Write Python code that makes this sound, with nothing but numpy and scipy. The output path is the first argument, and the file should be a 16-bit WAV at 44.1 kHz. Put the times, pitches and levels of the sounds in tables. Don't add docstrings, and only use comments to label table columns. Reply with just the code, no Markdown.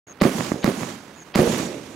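import sys
import numpy as np
from scipy import signal
from scipy.fft import rfft, irfft
from scipy.io import wavfile
from scipy.ndimage import uniform_filter1d

SR = 44100
rng = np.random.default_rng(int(sys.argv[2]) if len(sys.argv) > 2 else 0)


def pcm_store(signal):
    levels = np.round(np.clip(np.atleast_2d(signal), -1, 1) * 32767)
    wavfile.write(sys.argv[1], SR, levels.astype(np.int16).T)


def linear_from_db(decibels):
    return 10 ** (np.asarray(decibels, float) / 20)


N = 85995

LIFT_S = [
    .2187,
    .6436,
    1.3572,
]
# [blast level/dB, rumble level/dB, hiss level/dB, flash level/dB]
LIFT_LEVELS = [
    (1.5, 4, 1.5, -32),
    (-2, 0.5, -2.5, -30.5),
    (-1.5, 4, 5.5, -27),
]
WALL_DELAYS = [0, .0046, .0149, .0186, .0223, .0334, .042, .0475, .0535, .0625, .0665, .075, .13, .1345,
               .172, .1775, .1855, .189, .2494]
# [thump level/dB, crack level/dB, thump f/Hz, top f/Hz]
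WALL_ECHOES = [(-4.5, -2, 224, 17000), (-12, -31, 191, 2000), (-22, -13.5, 230, 8400),
               (-16.5, -9.5, 420, 10300), (-32, -10, 370, 6000), (-2, -9.5, 286, 3100),
               (-10, -35, 290, 3000), (-8, -25, 400, 3000), (-11, -35, 480, 3000), (-13, -21, 350, 3000),
               (-19.5, -25, 360, 3800), (-17, -18.5, 280, 9400), (-21, -40, 214, 900),
               (-18.5, -40, 200, 1000), (-21, -25, 260, 2100), (-19.5, -33, 240, 2000),
               (-31, -21, 250, 2500), (-14, -10.5, 224, 2900), (-46, -32, 305, 2000)]
# [t/s, thump level/dB, crack level/dB, thump f/Hz, top f/Hz]
SHELL_BURSTS = [(0.2133, -6, -13, 408, 9100), (0.5181, -5.5, -8, 300, 1910),
                (0.5414, -12.5, -30, 257, 1210), (0.555, -25, -31, 332, 1190),
                (0.559, -15.5, -36, 360, 1140), (1.352, -26, -13, 396, 12300),
                (1.3964, -9, -13, 310, 11900), (1.398, -12, -12, 200, 4500), (1.4015, -10, -25, 330, 3000),
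                (1.4044, -9, -37, 264, 2930), (1.4186, -5, -23, 385, 9150), (1.44, -9, -24, 347, 3050),
                (1.474, -15, -13, 343, 1990), (1.498, -20, -19, 315, 2000), (1.511, -9.5, -28, 260, 2010),
                (1.538, -15.5, -30, 305, 2040), (1.599, -11.5, -14.5, 252, 2000),
                (1.63, -15.5, -31, 280, 2000)]
# [t/s, thump level/dB, crack level/dB, thump f/Hz, top f/Hz]
LEFT_POPS = [
    (.2152, -17, -9, 300, 6500),
    (.6375, -18.5, -24, 322, 4860),
    (1.3519, -25, -24, 300, 5010),
    (1.3866, -15, -26, 640, 4000),
    (1.3907, -6, -22, 400, 3500),
]
# [f/Hz, level/dB, t60/s]
CRACK_MODES = [(1177, -3, 0.0084), (2052, 0.5, 0.0042), (4470, -2.5, 0.0014)]

RUMBLE_SPECTRUM = [(18, -60), (40, -29), (190, -5), (365, -6.5), (520, -14.5), (1100, -14.5), (2500, -23.5),
                   (16000, -39.5)]
HISS_SPECTRUM = [(900, -31), (1500, -8.5), (2100, -3), (3500, -5), (4900, -7.5), (6500, -8), (12700, -22.5),
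                 (16000, -38)]
SHEEN_SPECTRUM = [(5000, -30), (8500, -6.5), (11000, 0.5), (14000, -8.5), (16000, -19)]
HEDGE_SPECTRUM = [(4500, -27), (5800, -3.5), (7000, 1), (8200, -8), (10500, -30), (16000, -60)]
ROLL_SPECTRUM = [(18, -62), (40, -28), (150, -11), (300, -5.5), (550, -7.5), (1000, -24.5), (2500, -34.5),
                 (16000, -85)]
# [t/s, level/dB]
RUMBLE_DECAY = [(0, -28), (.03, -24.5), (.045, -25.5), (.08, -28), (.12, -31), (.2, -29), (.3, -34.5),
                (.4, -46), (.7, -52)]
HISS_DECAY = [(0, -42), (.03, -39.5), (.1, -37.5), (.19, -35.5), (.26, -37), (.33, -44), (.45, -49.5),
              (0.701, -53)]
SHEEN_DECAY = [(0, -62), (.03, -52), (.06, -40.5), (.09, -50), (0.149, -45), (.3, -72)]
HEDGE_DECAY = [(0, -80), (.11, -58), (.135, -42.5), (.22, -46), (.31, -46.5), (.335, -66), (.5, -88)]
ROLL_DECAY = [(0, -33), (0.024, -15.5), (0.08, -18), (.15, -28), (.25, -29), (.35, -31.5), (.42, -38.5),
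              (0.549, -38.5)]

# [f/Hz, level/dB]
NIGHT_SPECTRUM = [(15, -65), (25, -29.5), (279, -11.5), (761, -18), (921, -16.5), (1310, -18.5),
                  (1420, -17.5), (8980, -42), (16300, -42)]
ECHO_SHADOW = [(60, -4.5), (200, -1.5), (500, -8.5), (1300, -24), (2300, -10), (4000, -25), (6000, -1.5),
               (10500, -6.5)]
BLAST_SHADOW = [(60, 5), (200, -4.5), (500, -9), (1200, -18), (3000, -18), (6500, -7), (11000, -34),
                (16000, -18)]
SHEEN_PAN = [(5000, 16), (11000, -3.5), (16000, -30)]
HEDGE_PAN = [(4500, -6), (7000, -2), (10500, -6)]
NIGHT_PAN = [(60, -3), (180, 2), (550, -8), (1650, -12.5), (4970, -8), (15000, -3)]
# [f/Hz, share 0..1]
LIKENESS = [(60, 1), (180, 0.91), (550, 0.99), (1650, 0.93), (4970, 0.34), (15000, 0.27)]

# [t/s, level/dB, lowest f/Hz, highest f/Hz, length t/s]
TICKS = [
    (.1245, -47, 4300, 8200, .003),
    (1.1622, -40, 2500, 7500, .001),
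    (1.5793, -29, 7000, 15800, .0035),
    (1.5848, -37, 6000, 13000, .002),
]
# [middle of last syllable t/s, level/dB, share of pitch fall]
CHIRPS = [
    (.1255, -40, .45),
    (.6270, -44, 1),
    (1.2325, -42.5, 1),
]
# [above f/Hz, threshold level/dB, rise/dB per dB of loudness]
TREBLE_GATES = [
    (11500, -75, 1.0),
    (15000, -76, .25),
]

LUMPY_DB, GRAINY_DB = 2, 1.2


def evened(x):
    return x / np.sqrt(np.mean(x ** 2) + 1e-20)


def read(points, hz):
    f, value = np.transpose(points)
    return np.interp(np.log(hz + 1), np.log(f + 1), value)


def colour(x, points):
    size = x.shape[-1]
    gain = linear_from_db(read(points, np.fft.rfftfreq(size, 1 / SR)))
    return irfft(rfft(x) * gain, size)


def add(mix, s, sound):
    part = mix[..., max(round(s * SR), 0):][..., :sound.shape[-1]]
    part += sound[..., :part.shape[-1]]


def smooth(x, size, axis=-1):
    return uniform_filter1d(x, size=size, axis=axis)


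def ring(hz, db, t60, t):
    return linear_from_db(db - 60 * t / t60) * np.sin(2 * np.pi * hz * t) * (t >= 0)


def blast(thump_db, crack_db, hz, top_hz, turns=3.53):
    dip_s, snap_s = 0.00048, 0.00008
    t = np.arange(2600) / SR
    late = np.maximum(t - dip_s, 0)
    thump = linear_from_db(-60 * (late * hz / turns) ** 2) * np.sin(2 * np.pi * hz * late)
    thump += ring(572, -5.5, 0.014, late)
    crack = -sum(ring(f * rng.uniform(0.91, 1.15), db, t60, t) for f, db, t60 in CRACK_MODES)
    crack += linear_from_db(-11 - 60 * t / 0.008) * rng.standard_normal(len(t))
    crack -= linear_from_db(2.5) * (1 - t / snap_s) * np.exp(-t / snap_s)
    air = signal.butter(3, min(top_hz, 20000), fs=SR)
    return signal.lfilter(*air, linear_from_db(thump_db) * thump + linear_from_db(crack_db) * crack)


def push():
    push_s, push_db = 0.0015, -16
    u = np.arange(4000) / SR / push_s
    return linear_from_db(push_db) * u * (2 - u) * np.exp(-u) * 2


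def blasts():
    burst_turns, pop_turns, pop_right_db, low_cut_hz = 2.45, 2.3, -24, 140
    main, pops, low = np.zeros((3, N))
    for s, (db, *_) in zip(LIFT_S, LIFT_LEVELS):
        add(low, s, linear_from_db(db) * push())
        for delay, row in zip(WALL_DELAYS, WALL_ECHOES):
            add(main, s + delay, linear_from_db(db) * blast(*row))
    for s, *row in SHELL_BURSTS:
        add(main, s, blast(*row, burst_turns))
    for s, *row in LEFT_POPS:
        add(pops, s, blast(*row, pop_turns))
    add(low, 1.397, push())
    left = colour(main, BLAST_SHADOW) + pops
    right = main + linear_from_db(pop_right_db) * pops
    low_cut = signal.butter(2, low_cut_hz, "high", fs=SR)
    return signal.lfilter(*low_cut, np.array([left, right])) + low


def flashes():
    flash_s, lo_hz, hi_hz = 0.017, 480, 4520
    out, t = np.zeros((2, N)), np.arange(0, flash_s, 1 / SR)
    band = signal.butter(8, [lo_hz, hi_hz], "band", fs=SR, output="sos")
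    for s, (*_, db) in zip(LIFT_S, LIFT_LEVELS):
        spit = evened(signal.sosfilt(band, rng.standard_normal((2, 2000))))
        spit = (spit + 0.8 * spit[::-1])[:, -len(t):]
        swell = np.minimum(t / 0.001, 1) * linear_from_db(db - 5.9 * (1.5 - t / flash_s))
        add(out, s - flash_s, swell * spit)
    return out


def pair(spectrum, pan, lumpy_db, size):
    a, b, c = rng.standard_normal((3, size))
    same = np.clip(read(LIKENESS, np.fft.rfftfreq(size, 1 / SR)), 0, 1)
    left = irfft(same * rfft(a) + np.sqrt(1 - same ** 2) * rfft(b), size)
    lumps = linear_from_db(lumpy_db * evened(smooth(smooth(c, 150), 150)))
    both = colour(np.array([colour(left, pan), a]) * lumps, spectrum)
    return both / np.sqrt(np.mean(both[1] ** 2))


def faded(noise, curve):
    s, db = np.transpose(curve)
    return noise * linear_from_db(np.interp(np.arange(noise.shape[-1]) / SR, s, db))


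def patchy(x):
    z = signal.stft(x, nperseg=512)[2]
    field = rng.standard_normal(z.shape[1:])
    field = evened(smooth(smooth(field, 9, axis=0), 10, axis=1))
    return signal.istft(z * linear_from_db(1.6 * field), nperseg=512)[1][:, :x.shape[1]]


def scatter(spectrum, pan, decay, size=30000):
    return faded(patchy(pair(spectrum, pan, GRAINY_DB, size)), decay)


def rumbles():
    out = np.zeros((2, N))
    rumble = faded(pair(RUMBLE_SPECTRUM, ECHO_SHADOW, LUMPY_DB, 30000), RUMBLE_DECAY)
    for s, (_, rumble_db, _, _) in zip(LIFT_S, LIFT_LEVELS):
        add(out, s, linear_from_db(rumble_db) * rumble)
    return out


def rolls():
    out = np.zeros((2, N))
    for s, db in [(1.397, 0), (0.519, -16)]:
        roll = faded(pair(ROLL_SPECTRUM, ECHO_SHADOW, LUMPY_DB, 30000), ROLL_DECAY)
        add(out, s, linear_from_db(db) * roll)
    return out


def hisses():
    out = np.zeros((2, N))
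    for s, (_, _, hiss_db, _) in zip(LIFT_S, LIFT_LEVELS):
        add(out, s, linear_from_db(hiss_db) * scatter(HISS_SPECTRUM, ECHO_SHADOW, HISS_DECAY))
        add(out, s, linear_from_db(hiss_db) * scatter(SHEEN_SPECTRUM, SHEEN_PAN, SHEEN_DECAY))
        add(out, s, linear_from_db(hiss_db) * scatter(HEDGE_SPECTRUM, HEDGE_PAN, HEDGE_DECAY, 24000))
    return out


def ticks():
    out = np.zeros((2, N))
    for s, db, lo_hz, hi_hz, length in TICKS:
        u = np.arange(400) / SR / length
        burst = rng.standard_normal(400) * np.sin(np.pi * np.minimum(u, 1) ** 0.64)
        snap = signal.lfilter(*signal.butter(3, [lo_hz, hi_hz], "band", fs=SR), burst)
        add(out, s, linear_from_db(db) * np.array([[0.6], [1]]) * snap)
    return out


def cricket():
    wing_hz, rise_hz, glide_hz, pan_db = 6480, 35.3, 820, 2.2
    gap_s, gap_shrink_s, syllable_s, syllable_shrink_s = 0.0074, 0.00016, 0.006, 0.00025
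    out = np.zeros(N)
    for end, db, fall in CHIRPS:
        for k in range(14):
            length = syllable_s - syllable_shrink_s * k
            u = np.arange(0, length, 1 / SR) / length
            glide = glide_hz * (0.5 - u) * min(k + 1, 6) / 6
            hz = wing_hz + fall * (rise_hz * k + glide)
            hz *= 1 + 0.012 * rng.standard_normal()
            rasp = 1 + 0.18 * evened(smooth(rng.standard_normal(400), 30))[:len(u)]
            wave = rasp * np.sin(2 * np.pi * np.cumsum(hz) / SR) * np.sin(np.pi * u)
            start = end - k * gap_s + gap_shrink_s * k * k / 2 - length / 2
            level_db = db - 0.075 * k * k + rng.standard_normal()
            add(out, start, linear_from_db(level_db) * wave)
    return out * linear_from_db(np.array([[pan_db], [-pan_db]]))


def night():
    return linear_from_db(-44) * pair(NIGHT_SPECTRUM, NIGHT_PAN, 1.94, N + 1)[:, :N]


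def scene():
    fireworks = blasts() + flashes()
    echoes = rumbles() + rolls() + hisses()
    return fireworks + echoes + ticks() + cricket() + night()


def gate(x):
    mask_from_db = -27
    hz, _, z = signal.stft(x, SR, nperseg=1024)
    power = abs(z) ** 2
    power_db = 10 * np.log10(smooth(power, 16, axis=1) + 1e-20)
    loud_db = 10 * np.log10(power.sum(axis=1, keepdims=True) + 1e-20)
    edge_hz, under_db, rise = np.transpose(TREBLE_GATES)[:, :, None, None]
    bar_db = under_db + rise * np.maximum(loud_db - mask_from_db, 0)
    keep = (power_db > bar_db) | (hz[:, None] < edge_hz)
    return signal.istft(z * keep, SR, nperseg=1024)[1][:, :N]


def whine():
    level_db = -76 + 4.0 * evened(smooth(rng.standard_normal(N), 900))
    return linear_from_db(level_db) * np.sin(2 * np.pi * 15700 * np.arange(N) / SR)


def top_cut(x):
    return signal.sosfilt(signal.butter(12, 16520, fs=SR, output="sos"), x)


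def record(dry):
    open_s, open_rise_s, edge_hz = 0.067, 0.0056, 15950
    x = gate(np.tanh(dry))
    x[1] += whine()
    band_limit = signal.firwin(511, edge_hz, window=("kaiser", 9), fs=SR)
    x = signal.oaconvolve(x, band_limit[None], "same")
    opening = np.clip((np.arange(N) / SR - open_s) / open_rise_s, 0, 1)
    return top_cut(x * opening)


dry = scene()
out = record(dry)
pcm_store(out)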